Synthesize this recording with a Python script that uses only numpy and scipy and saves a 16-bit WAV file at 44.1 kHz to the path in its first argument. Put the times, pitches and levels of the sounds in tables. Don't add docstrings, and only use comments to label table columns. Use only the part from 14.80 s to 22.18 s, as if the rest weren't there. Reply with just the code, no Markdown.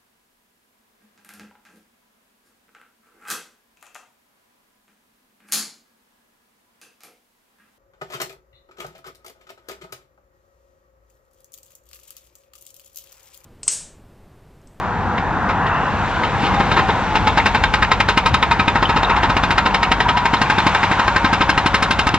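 import sys
import numpy as np
from scipy import signal
from scipy.fft import rfft, irfft, next_fast_len
from scipy.io import wavfile
from scipy.ndimage import uniform_filter1d, minimum_filter1d, map_coordinates

SR = 44100
rng = np.random.default_rng(int(sys.argv[2]) if len(sys.argv) > 2 else 0)


def wav_record(signal):
    frames = np.transpose(np.atleast_2d(signal))
    bounded = np.clip(frames, -1, 1)
    quanta = np.round(bounded * 32767).astype(np.int16)
    wavfile.write(sys.argv[1], SR, quanta)


N = 325458


def amp(db):
    return 10 ** (np.asarray(db) / 20)


def unit(x):
    return x / np.sqrt(np.mean(x ** 2) + 1e-20)


def along(points, hz):
    f, v = np.transpose(points)
    return np.interp(np.log(hz + 1), np.log(f + 1), v)


def curves(rows):
    s, *cols = np.transpose(rows)
    return [np.interp(np.arange(N) / SR, s, c) for c in cols]


def wobble(rate):
    knots = rng.standard_normal(int(N * rate / SR) + 4)
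    return map_coordinates(knots, [np.arange(N) * rate / SR])


def filtered(x, response):
    n = x.shape[-1]
    m = next_fast_len(n + 4096)
    return irfft(rfft(x, m) * response(np.fft.rfftfreq(m, 1 / SR)), m)[..., :n]


def noise(spectrum, shape):
    return unit(filtered(rng.standard_normal(shape), lambda hz: amp(along(spectrum, hz))))


def narrow(hz, width_hz):
    slow = wobble(width_hz) + 1j * wobble(width_hz)
    return unit((slow * np.exp(2j * np.pi * np.cumsum(hz) / SR)).real)


def add(track, sound, s):
    start = max(round(s * SR), 0)
    part = sound[..., :max(N - start, 0)]
    track[..., start:start + part.shape[-1]] += part


def fade(t, attack, t60):
    return (1 - np.exp(-t / attack)) * np.exp(-np.log(1000) * t / t60)


def struck(x):
    return x / np.sqrt(np.mean(x[..., :SR // 40] ** 2) + 1e-20)


# f/Hz, coherence/1
ALIKE = [(40, .68), (90, .7), (200, .96), (1000, .98), (3000, .88), (8000, .5)]


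def rush(spectrum, patchy_db):
    z = signal.stft(rng.standard_normal((2, N)), nperseg=512)[2]
    field = uniform_filter1d(rng.standard_normal(z.shape[1:]), size=4, axis=0)
    field = uniform_filter1d(field, size=12, axis=1)
    pair = signal.istft(z * amp(patchy_db * unit(field)), nperseg=512)[1][:, :N]

    def mid_side_response(hz):
        turn = np.arccos(np.clip(along(ALIKE, hz), -1, 1)) / 2
        return amp(along(spectrum, hz)) * [np.cos(turn), np.sin(turn)]

    mid, side = filtered(pair, mid_side_response)
    return unit(np.array([mid + side, mid - side]))


# t/s, firing rate f/Hz before its small wander
DIESEL = [(0, 48), (1.5, 48.5), (2.6, 48), (4, 47), (7.38, 47.5)]
# multiple of the firing rate/1, middle level/dB
EXHAUST = [(1, -43.5), (2, -37), (3, -45.5), (4, -38.5)]


def diesel():
    firing_hz, = curves(DIESEL)
    phase = 2 * np.pi * np.cumsum(firing_hz * (1 + 0.0087 * wobble(5.5))) / SR
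    tones = np.zeros(N)
    for multiple, db in EXHAUST:
        wave = np.sin(round(multiple) * phase + 2 * np.pi * rng.random())
        tones += amp(db + 2.1 * wobble(7.7)) * np.sqrt(2) * wave
    return tones, phase


# t/s, level/dB before a small trim
RUMBLE_LEVEL = [(0, -32.5), (0.82, -32), (2.2, -29), (2.65, -27), (3.1, -30), (4.3, -30), (6.35, -37),
                (6.8, -32), (7.1, -31.5), (7.38, -27)]
# t/s, low roar level/dB
LOAD = [(0, -28), (0.7, -25.5), (1.45, -26.5), (1.85, -23.5), (2.2, -26), (2.5, -25.5), (3.1, -29),
        (4.3, -28), (5, -28), (5.7, -27.5), (6.3, -30), (7.38, -29.5)]
# t/s, roar level/dB, hiss level/dB, both before the trims below
MACHINE = [(0.0, -22, -38.5), (0.68, -18, -37), (0.92, -16, -36), (1.29, -18.5, -31), (1.99, -18, -29.5),
           (3.27, -23.5, -34), (4.3, -17.5, -32.5), (4.75, -20, -32), (5.41, -20.5, -34.5),
           (6.06, -19.5, -31.5), (7.09, -20.5, -31.5), (7.38, -21, -32.5)]
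# f/Hz, level/dB per Hz
RUMBLE = [(15, -43.5), (30, -4.5), (43, 6.5), (62, 10), (90, 9), (130, 0), (200, -20.5), (400, -82.5),
          (2000, -120)]
LOW_ROAR = [(70, -23), (105, -2), (130, -1), (200, -1), (260, -6), (320, -7), (400, -9.5), (500, -7.5),
            (620, -11), (1000, -24), (2000, -61), (9000, -120)]
MID_ROAR = [(400, -43.5), (620, -14), (760, -4), (950, -3), (1200, -7.5), (1480, -7.5), (1900, -14),
            (2600, -38.5), (5000, -80.5), (9000, -120)]
HISS = [(1200, -24.5), (2100, 4.5), (2650, 2.5), (3100, -2), (3700, -2.5), (4600, -11), (5800, -14),
        (7200, -16), (8200, -23.5), (9200, -31.5), (11000, -82)]
RUMBLE_DB, FAN_DB, HISS_DB = 0.85, -3.5, -1.77


def site():
    rumble_db, = curves(RUMBLE_LEVEL)
    load_db, = curves(LOAD)
    roar_db, hiss_db = curves(MACHINE)
    tones, phase = diesel()
    rumble = amp(rumble_db + RUMBLE_DB) * rush(RUMBLE, patchy_db=0.5)
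    low = amp(load_db) * rush(LOW_ROAR, patchy_db=1.0)
    fan = amp(roar_db + FAN_DB + 1.0 * wobble(14)) * rush(MID_ROAR, patchy_db=1.0)
    hiss = amp(hiss_db + HISS_DB + .5 * np.sin(phase)) * rush(HISS, patchy_db=1)
    return tones + rumble + low + fan + hiss


# from t/s, to t/s, middle f/Hz, middle level/dB
WHINES = [(0, 2, 490, -43), (6.15, 7.15, 555, -37)]
WHINE_FADE_S = 0.15


def pump():
    out, t = np.zeros(N), np.arange(N) / SR
    for start, end, hz, db in WHINES:
        gate = np.clip(np.minimum(t - start, end - t) / WHINE_FADE_S + .5, 0, 1)
        phase = 2 * np.pi * np.cumsum(hz * (1 + .001 * wobble(15))) / SR
        out += gate * amp(db + 1.0 * wobble(12)) * np.sqrt(2) * np.sin(phase)
    return out


# t/s when abreast, tyre roar level/dB when abreast
CARS = [(2.6, -32.5), (5.951, -25)]
# f/Hz, level/dB per Hz
COARSE_ROAR = [(600, -23), (850, -13), (1020, 10.5), (1250, -5.5), (1500, -7), (2000, -21), (2700, -4.5),
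               (4000, -44), (8000, -69.5)]
CAR_M_PER_S, LANE_M, SOUND_M_PER_S = 22, 11, 343
CAR_BODY_DB, CAR_HISS_DB = -12.5, -5.5
TREAD_HZ, TREAD_DB = 947, -33
COARSE_AHEAD_M, COARSE_HALF_LENGTH_M, COARSE_DB = 36, 5.1, -16


def cars():
    out, t = np.zeros((2, N)), np.arange(N) / SR
    for s, db in CARS:
        place_m = CAR_M_PER_S * (t - s)
        distance_m = np.hypot(place_m, LANE_M)
        near = LANE_M / distance_m
        roar = rush(MID_ROAR, patchy_db=0.0) + amp(CAR_BODY_DB) * rush(LOW_ROAR, patchy_db=4.5)
        hiss = amp(CAR_HISS_DB) * near * rush(HISS, patchy_db=1.5)
        hz = TREAD_HZ / (1 + CAR_M_PER_S / SOUND_M_PER_S * place_m / distance_m)
        tread = narrow(hz, width_hz=170)
        on_coarse = np.exp(-((place_m + COARSE_AHEAD_M) / COARSE_HALF_LENGTH_M) ** 2)
        coarse = on_coarse * rush(COARSE_ROAR, patchy_db=-3.0)
        out += near * (amp(db) * (roar + hiss) + amp(TREAD_DB) * tread + amp(COARSE_DB) * coarse)
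    return out


# t/s, ring level/dB, brightness/1 (0 = dull, 1 = bright), crack level/dB, crack f/Hz,
# tail level/dB (change reached late in the blow), thud level/dB
BLOWS = [(0.38, -28, 0.039, -20.5, 2000, -6, -49), (0.693, -25.5, 0, -24, 2170, 0.5, -28),
         (0.868, -32, 0.06, -25, 2600, -1, -43), (1.435, -27, 0.22, -15, 2300, 0.5, -34),
         (1.634, -29, 0.2, -32, 2300, -8, -21), (1.741, -32, 0.54, -25, 2200, 0, -21),
         (1.802, -20.5, 0, -31, 1500, -4, -18), (1.915, -24, 0.59, -11, 1650, -2, -34),
         (1.967, -25, 0.18, -13, 1300, 6.5, -33), (1.992, -24.5, 0.24, -12, 1450, 1, -28),
         (2.088, -22.5, 0, -34, 1500, 1, -20.5), (2.354, -24, 0.45, -16, 1890, 4, -24),
         (2.472, -20, 0.45, -23, 1680, -1.5, -20), (2.573, -21, 0.35, -26, 1737, 3.5, -20),
         (2.659, -22, 0.75, -16, 1720, 1.5, -21), (2.748, -21.5, 0.43, -11, 1570, 1, -18.5),
         (2.838, -21, 0.72, -10, 1810, -8.5, -29), (2.938, -22, 0.77, -11, 1740, -2.5, -24),
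         (3.024, -21.5, 0.7, -4, 1661, -4.5, -19.5), (3.116, -19, 0.69, -8.5, 1670, -3.5, -28),
         (3.203, -21, 0.75, -8, 2030, -5, -20.5), (3.287, -21.5, 0.72, -13, 1450, 1.5, -23),
         (3.375, -18.5, 0.92, -8, 1920, -5, -18.5), (3.46, -23, 0.95, -29, 1980, 0.5, -22.5),
         (3.542, -19, 0.89, -11, 2350, -6, -18), (3.627, -22, 0.69, -8, 2340, -3, -22),
         (3.712, -22.5, 0.68, -15, 1750, 0.5, -26), (3.796, -21, 0.46, -12, 1890, -2, -20),
         (3.88, -21, 0.63, -13.5, 2010, -6, -18), (3.956, -22, 0.35, -12.5, 1500, -2.5, -19.5),
         (4.026, -22, 0.28, -10.5, 1450, 1, -22), (4.094, -23, 0.4, -16, 1402, 1, -20),
         (4.163, -24, 0.4, -27, 1440, 3.5, -17), (4.231, -22.5, 0.38, -30, 1500, -2, -25),
         (4.299, -22, 0.2, -26, 1390, -2.5, -27), (4.364, -26, 0.28, -18, 1330, 4.5, -29),
         (4.431, -22.5, 0.32, -25, 1550, 2, -25), (4.499, -22.5, 0.28, -17, 1400, -2, -20.5),
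         (4.567, -23, 0.53, -9, 1540, -3, -20), (4.635, -23.5, 0.66, -17, 1580, -3, -21),
         (4.706, -26, 0.82, -10.5, 1591, 2, -21), (4.781, -17.5, 0.74, -4, 1570, -10, -25),
         (4.86, -18.5, 0.44, -18, 1530, -5, -21), (4.945, -21.5, 0.7, -21, 2080, -4.5, -39),
         (5.03, -21, 0.72, -29, 2180, -4, -27), (5.117, -20, 0.9, -12, 2150, -7.5, -19.5),
         (5.204, -22, 0.65, -7, 1760, -3, -25.5), (5.288, -20.5, 0.51, -25, 1740, -1.5, -25),
         (5.371, -23.5, 0.48, -29, 1380, 0, -23), (5.455, -23, 0.72, -13, 1396, -4, -26),
         (5.536, -21.5, 0.63, -18, 1400, -2, -17), (5.616, -22.5, 0.92, -30, 1680, -5, -17.5),
         (5.7, -24, 0.73, -10, 1700, 1, -23), (5.783, -22.5, 0.64, -18, 1682, -2, -19),
         (5.867, -21.5, 0.87, -10, 2040, -4.5, -14), (5.949, -23, 0.55, -13, 1580, -1, -25),
         (6.031, -24, 0.49, -8, 1610, 2, -22), (6.113, -26, 0.53, -11, 1600, 4, -20),
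         (6.195, -23.5, 0.48, -28, 1480, -0.5, -21), (6.279, -20.5, 0.39, -17, 1780, -5.5, -23.5),
         (6.362, -21, 0.72, -23, 1603, -4.5, -19), (6.446, -22.5, 0.51, -19, 1590, 1, -15.5),
         (6.53, -23, 0.81, -27, 1630, 0, -19.5), (6.609, -22.5, 0.5, -19, 1540, 3, -18),
         (6.693, -23, 0.92, -17, 1517, -1, -20), (6.777, -24.5, 0.83, -12, 1560, -3, -20),
         (6.861, -25, 0.97, -11, 1696, -2, -18), (6.943, -22.5, 0.84, -14, 1580, 0, -17.5),
         (7.025, -24, 0.99, -25, 1610, -0.5, -17.5), (7.109, -23, 1, -13, 2190, -3, -18.5),
         (7.191, -21, 0.87, -15, 1772, -4, -18), (7.269, -24.5, 0.88, -12, 1830, 1.5, -19.5),
         (7.342, -26, 0.89, -27, 3220, 3, -17)]
# f/Hz, level/dB re the blow, t60/s
FRAME = [(45.3, -6.5, 0.5), (58.7, -4.5, 0.44), (88, -9.5, 0.13), (151, -11, 0.04), (209, -8, 0.13)]
# f/Hz, level/dB
SHUDDER = [(70, -17), (125, -16.5)]
FRAME_LEAD_S, FRAME_SCATTER_DB = 0.02426, 0.7
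SHUDDER_S, SHUDDER_HALF_LENGTH_S = 3.533, 0.024


def frame():
    out, t = np.zeros(N), np.arange(SR // 2) / SR
    throb = sum(amp(db) * np.sin(2 * np.pi * hz * t) * fade(t, 0.0013, t60) for hz, db, t60 in FRAME)
    for s, db, *_ in BLOWS:
        add(out, amp(db + FRAME_SCATTER_DB * rng.standard_normal()) * throb, s - FRAME_LEAD_S)
    out = filtered(out, lambda hz: 1 - np.exp(-(hz / 38) ** 6))
    age = np.arange(N) / SR - SHUDDER_S
    shudder = sum(amp(db) * np.cos(2 * np.pi * hz * age) for hz, db in SHUDDER)
    return out + shudder * np.exp(-(age / SHUDDER_HALF_LENGTH_S) ** 2)


# f/Hz, level/dB per Hz
CLATTER = [(150, -26.5), (300, -2.5), (450, 2.5), (600, -3.5), (850, 0.5), (1200, 1), (1600, 0),
           (2500, -0.5), (3150, -4.5), (3750, -4), (5100, -13.5), (5900, -25), (6900, -21.5), (8600, -29.5),
           (12500, -65.5)]
LEAD_IN_DB = 6.5


def lead_ins():
    out, t = np.zeros(N), np.arange(SR // 50) / SR
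    swell = fade(t[::-1], .0003, .022)
    for s, db, *_ in BLOWS:
        add(out, amp(db + LEAD_IN_DB) * swell * noise(CLATTER, len(t)), s - t[-1])
    return out


PUSH_DB, BOOM_DB, SHAKE_DB = 11.3, -3, -13
THUD_LEAD_S = .0035


def thuds():
    out, t = np.zeros(N), np.arange(SR // 6) / SR
    u = (t - THUD_LEAD_S) / 0.00095
    push = u * np.exp(-u ** 2 / 2)
    boom = -np.sin(2 * np.pi * 212 * t) * fade(t, 0.0046, 0.048)
    shake_colour = [(60, -23.5), (120, -5.5), (220, 24.0), (400, 15.0), (650, -27.5)]  # f/Hz, level/dB
    for s, *_, db in BLOWS:
        shake = struck(noise(shake_colour, len(t)) * fade(t, 0.00052, 0.038))
        thud = amp(PUSH_DB) * push + amp(BOOM_DB) * boom + amp(SHAKE_DB) * shake
        add(out, amp(db) * thud, s - THUD_LEAD_S)
    return out


# middle delay t/s, middle level/dB
REBOUNDS = [(0, 5.5), (.004, -8), (.0085, 1), (.017, -1), (.026, -14.5)]
REBOUND_SPREAD, REBOUND_SCATTER_DB = .3, 9


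def rattle(t):
    cracks = np.zeros(len(t))
    for delay, db in REBOUNDS:
        level = amp(db + REBOUND_SCATTER_DB * rng.standard_normal())
        age = np.maximum(t - delay * np.exp(REBOUND_SPREAD * rng.standard_normal()), 0)
        cracks += level * fade(age, 0.0029, 0.0073)
    return cracks + amp(5.5) * fade(t, 0.012, 0.084)


def grit(t):
    spikes = amp(6.1 * rng.standard_normal(len(t)))
    grains = rng.standard_normal((3, len(t))) * spikes * fade(t, 0.0031, 0.04)
    centre = filtered(grains[0], lambda f: amp(along(CLATTER, f)))
    spread = filtered(grains[1:], lambda f: amp(along(CLATTER, f)) * f / 4500)
    return struck(centre + spread)


CHIP_LOW_HZ, CHIP_HIGH_HZ, CHIP_WIDTH_HZ, CHIP_T60_S = 1340, 4020, 350, 0.023


def chip(t):
    hz = CHIP_LOW_HZ * (CHIP_HIGH_HZ / CHIP_LOW_HZ) ** rng.random()
    band = filtered(rng.standard_normal(len(t)), lambda f: np.exp(-((f - hz) / CHIP_WIDTH_HZ) ** 2))
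    return struck(band * fade(t, 0.00057, CHIP_T60_S))


# middle delay t/s, level/dB re the first contact
CRACK_BOUNCES = [(.004, -5.5), (.0085, -9)]
CRACK_OCTAVES, CRACK_T60_S = 0.38, 0.0094


def crack(hz):
    t = np.arange(SR // 30) / SR
    out = np.zeros(len(t))
    first_contact = (0.00011, 0.002)  # t/s, level/dB
    for delay, db in [first_contact] + CRACK_BOUNCES:
        band = filtered(rng.standard_normal(len(t)),
                        lambda f: np.exp(-(np.log2((f + 1) / hz) / CRACK_OCTAVES) ** 2 / 2))
        age = np.maximum(t - delay * np.exp(0.17 * rng.standard_normal()), 0)
        snap = band * fade(age, 0.00051, CRACK_T60_S)
        out += amp(db) * snap / np.sqrt(np.sum(snap ** 2) / (.003 * SR))
    return out


# middle f/Hz, middle level/dB re one another, t60/s
STEEL = [(490, -9, 0.07), (772, -14, 0.097), (863, -1.5, 0.12), (939.4, -2.5, 0.13), (990, -7.5, .08),
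         (1037, 3, 0.075), (1083, -5, 0.097), (1274, 6, 0.062), (1290, -4, 0.039), (1455, -10, 0.046),
         (1492, 1.5, 0.043), (1539, 4.5, 0.051), (1744, -1.5, 0.077), (1879, -0.5, 0.069),
         (2153, -4.5, 0.11), (2144, -9, 0.054), (2455, -5, 0.075), (2671, -4.5, 0.12), (2725, -11.5, 0.09),
         (2770, -21.5, 0.13), (3370, -16, 0.025), (3690, -9, 0.051), (3800, -10.5, 0.036),
         (4700, -2, 0.012), (5300, -11.5, 0.044)]
# from t/s, to t/s, middle f/Hz, level/dB re the blow, t60/s
SEATS = [(2.3, 2.9, 857, 9, 0.087), (2.7, 2.8, 1700, 17, .035), (2.7, 3.1, 1560, 12, 0.034),
         (2.9, 3.25, 2140, 4, 0.038), (3.42, 3.9, 2477, 8.5, 0.055), (3.42, 3.9, 3780, 7.5, 0.033),
         (4.75, 5.35, 760, 3, 0.12), (4.75, 5.33, 1684, 3, .06), (4.9, 5.33, 1856, 8.5, 0.047),
         (4.9, 5.25, 2240, 13, 0.039), (5.6, 7.1, 1550, 5.5, 0.055), (4, 7.38, 1435, -12, 0.36),
         (5.6, 7.38, 1049, 2, 0.15), (3.25, 6.3, 933, -1, .17), (5.65, 6.7, 864, 3, .12)]
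# f/Hz, level/dB
DULL = [(550, 3), (930, 5.5), (1300, 0), (1800, -3), (2600, -3), (4000, -5), (6500, -4.5), (8000, -11),
        (10000, -20)]
BRIGHT = [(550, -2), (930, 4), (1300, 4), (1800, -0.5), (2600, 3), (4000, 5), (6500, 10), (8000, 4.5),
          (10000, 21.5)]
DULL_RISE_S, BRIGHT_RISE_S = 0.0021, 0.00018
RING_DB, CLATTER_DB, GRIT_DB, CHIP_DB = 4, 2, -3.5, -5.5
CRACK_DB = -1.5
DETUNE_HZ, MODE_SCATTER_DB = 8.8, 2
TAIL_BUILD_S = 0.0095


def hammer():
    out, t = np.zeros((2, N)), np.arange(SR // 3) / SR
    hz, mode_db, t60 = np.transpose(STEEL)
    decay = fade(t, .5 / hz[:, None], t60[:, None])
    textures = noise(CLATTER, (28, len(t)))
    balance_db = 2 * rng.standard_normal((len(textures), len(hz)))
    for s, db, bright, crack_db, crack_hz, tail_db, _ in BLOWS:
        depth = s * SR / N * (len(textures) - 1)
        weights = np.maximum(1 - abs(np.arange(len(textures)) - depth), 0)
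        detuned = hz + DETUNE_HZ * rng.standard_normal(len(hz))
        scatter_db = MODE_SCATTER_DB * rng.standard_normal(len(hz))
        strengths = amp(mode_db + weights @ balance_db + scatter_db)
        ring = struck(strengths @ (decay * np.sin(2 * np.pi * detuned[:, None] * t)))
        clatter = struck(weights @ textures * rattle(t))
        blow = amp(RING_DB) * ring + amp(CLATTER_DB) * clatter
        blow = blow + amp(GRIT_DB) * grit(t) + amp(CHIP_DB) * chip(t)
        blow = filtered(blow, lambda f: amp((1 - bright) * along(DULL, f) + bright * along(BRIGHT, f)))
        blow = blow * amp(tail_db * (1 - np.exp(-(t / TAIL_BUILD_S) ** 2)))
        shifts = DETUNE_HZ * rng.standard_normal(len(SEATS))
        for (start, end, seat_hz, seat_db, seat_t60), shift in zip(SEATS, shifts):
            if start <= s <= end:
                tone = np.sin(2 * np.pi * (seat_hz + shift) * t)
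                blow = blow + amp(seat_db) * tone * fade(t, 0.00046, seat_t60)
        rise = DULL_RISE_S * (BRIGHT_RISE_S / DULL_RISE_S) ** bright
        add(out, amp(db) * blow * (1 - np.exp(-t / rise)), s - .0004)
        add(out, amp(crack_db + CRACK_DB) * crack(crack_hz), s)
    return out


# f/Hz, width f/Hz, level/dB
VALLEYS = [(555, 43, -8), (1173, 140, -13), (1360, 17, -13.5), (1660, 87, -4.5), (2005, 45, -17),
           (2360, 46, -1), (2580, 65, -5), (2942, 89, -6.5), (3350, 170, -4.5), (4550, 380, -5.5)]


def housing(hz):
    response = np.ones(len(hz), dtype=complex)
    for centre, width, db in VALLEYS:
        band = 1j * hz * width / (centre * centre - hz * hz + 1j * hz * width)
        response = response * (1 - (1 - amp(db)) * band)
    return response


# f/Hz, t60/s
YARD = [(200, 0.021), (1000, 0.12), (3000, 0.18), (9000, 0.035)]


def yard(x):
    hz, t, z = signal.stft(rng.standard_normal((2, SR // 2)), SR, nperseg=256)
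    decay = np.exp(-np.log(1000) * t / along(YARD, hz)[:, None])
    tail = signal.istft(z * decay, SR, nperseg=256)[1]
    tail = tail[0] + np.array([[.4], [-.4]]) * tail[1]
    return signal.fftconvolve(x, tail / np.linalg.norm(tail[0]), axes=1)[:, :N]


FRAGMENT_DB, FRAGMENT_SCATTER_DB, FRAGMENT_DELAY_S = -10.5, 6.5, 0.02


def fragments():
    out, t = np.zeros(N), np.arange(SR // 20) / SR
    luck = rng.standard_normal((len(BLOWS), 2))
    for (s, db, *_, tail_db, _), (late, size) in zip(BLOWS, luck):
        level_db = db + tail_db + FRAGMENT_DB + FRAGMENT_SCATTER_DB * min(size, 1.5)
        add(out, amp(level_db) * chip(t), s + FRAGMENT_DELAY_S * np.exp(0.39 * late))
    return out


# middle t/s, half length t/s, peak level/dB
DRAGS = [(1.303, 0.086, -41), (1.651, 0.044, -22), (1.9, 0.16, -32)]
DRAG_SPIKY_DB = 2.5


def rubble():
    t = np.arange(N) / SR
    grains = rng.standard_normal(N) * amp(DRAG_SPIKY_DB * wobble(900))
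    grinding = unit(filtered(grains, lambda f: amp(along(CLATTER, f))))
    return grinding * sum(amp(db) * np.exp(-((t - s) / length) ** 2) for s, length, db in DRAGS)


# middle t/s, half length t/s, f/Hz, noise knot rate/Hz, level/dB
GROANS = [(1.66, .05, 805, 38, -27.5), (1.795, 0.044, 807, 25, -24), (2.072, 0.17, 780, 20, -24),
          (2.344, 0.24, 860, 28, -26.5), (2.66, 0.059, 887, 47, -42), (2.851, 0.021, 856, 15, -27),
          (2.997, 0.068, 862, 24, -27), (3.5, 0.32, 950, 20.5, -31.5), (5.15, 0.5, 940, 18, -26.5),
          (5.328, 0.16, 969, 30, -26), (5.85, 0.17, 886, 46, -32), (6.5, 0.43, 934, 31, -29)]


def groan():
    out, t = np.zeros(N), np.arange(N) / SR
    for s, length, hz, width, db in GROANS:
        swell = np.exp(-((t - s) / length) ** 4)
        out += amp(db) * swell * narrow(np.full(N, hz), width)
    return out


def scene():
    boxed = filtered(hammer() + lead_ins() + fragments() + rubble(), housing)
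    pounding = boxed + thuds() + groan()
    return pounding + amp(-12.0) * yard(pounding) + frame() + site() + cars() + pump()


TOP_HZ = 12500


def record(dry):
    lag = 2 / SR
    turn = np.array([[-1], [1]])
    sides = filtered(dry, lambda hz: np.exp(1j * np.pi * hz * lag * turn)) * amp([[.6], [-.6]])
    needed = np.minimum(1, .97 / (abs(sides).max(axis=0) + 1e-9))
    gain = uniform_filter1d(minimum_filter1d(needed, size=130), size=130)
    return filtered(sides * gain, lambda hz: 1 / (1 + (hz / TOP_HZ) ** 60))


dry = scene()
out = record(dry)
wav_record(out)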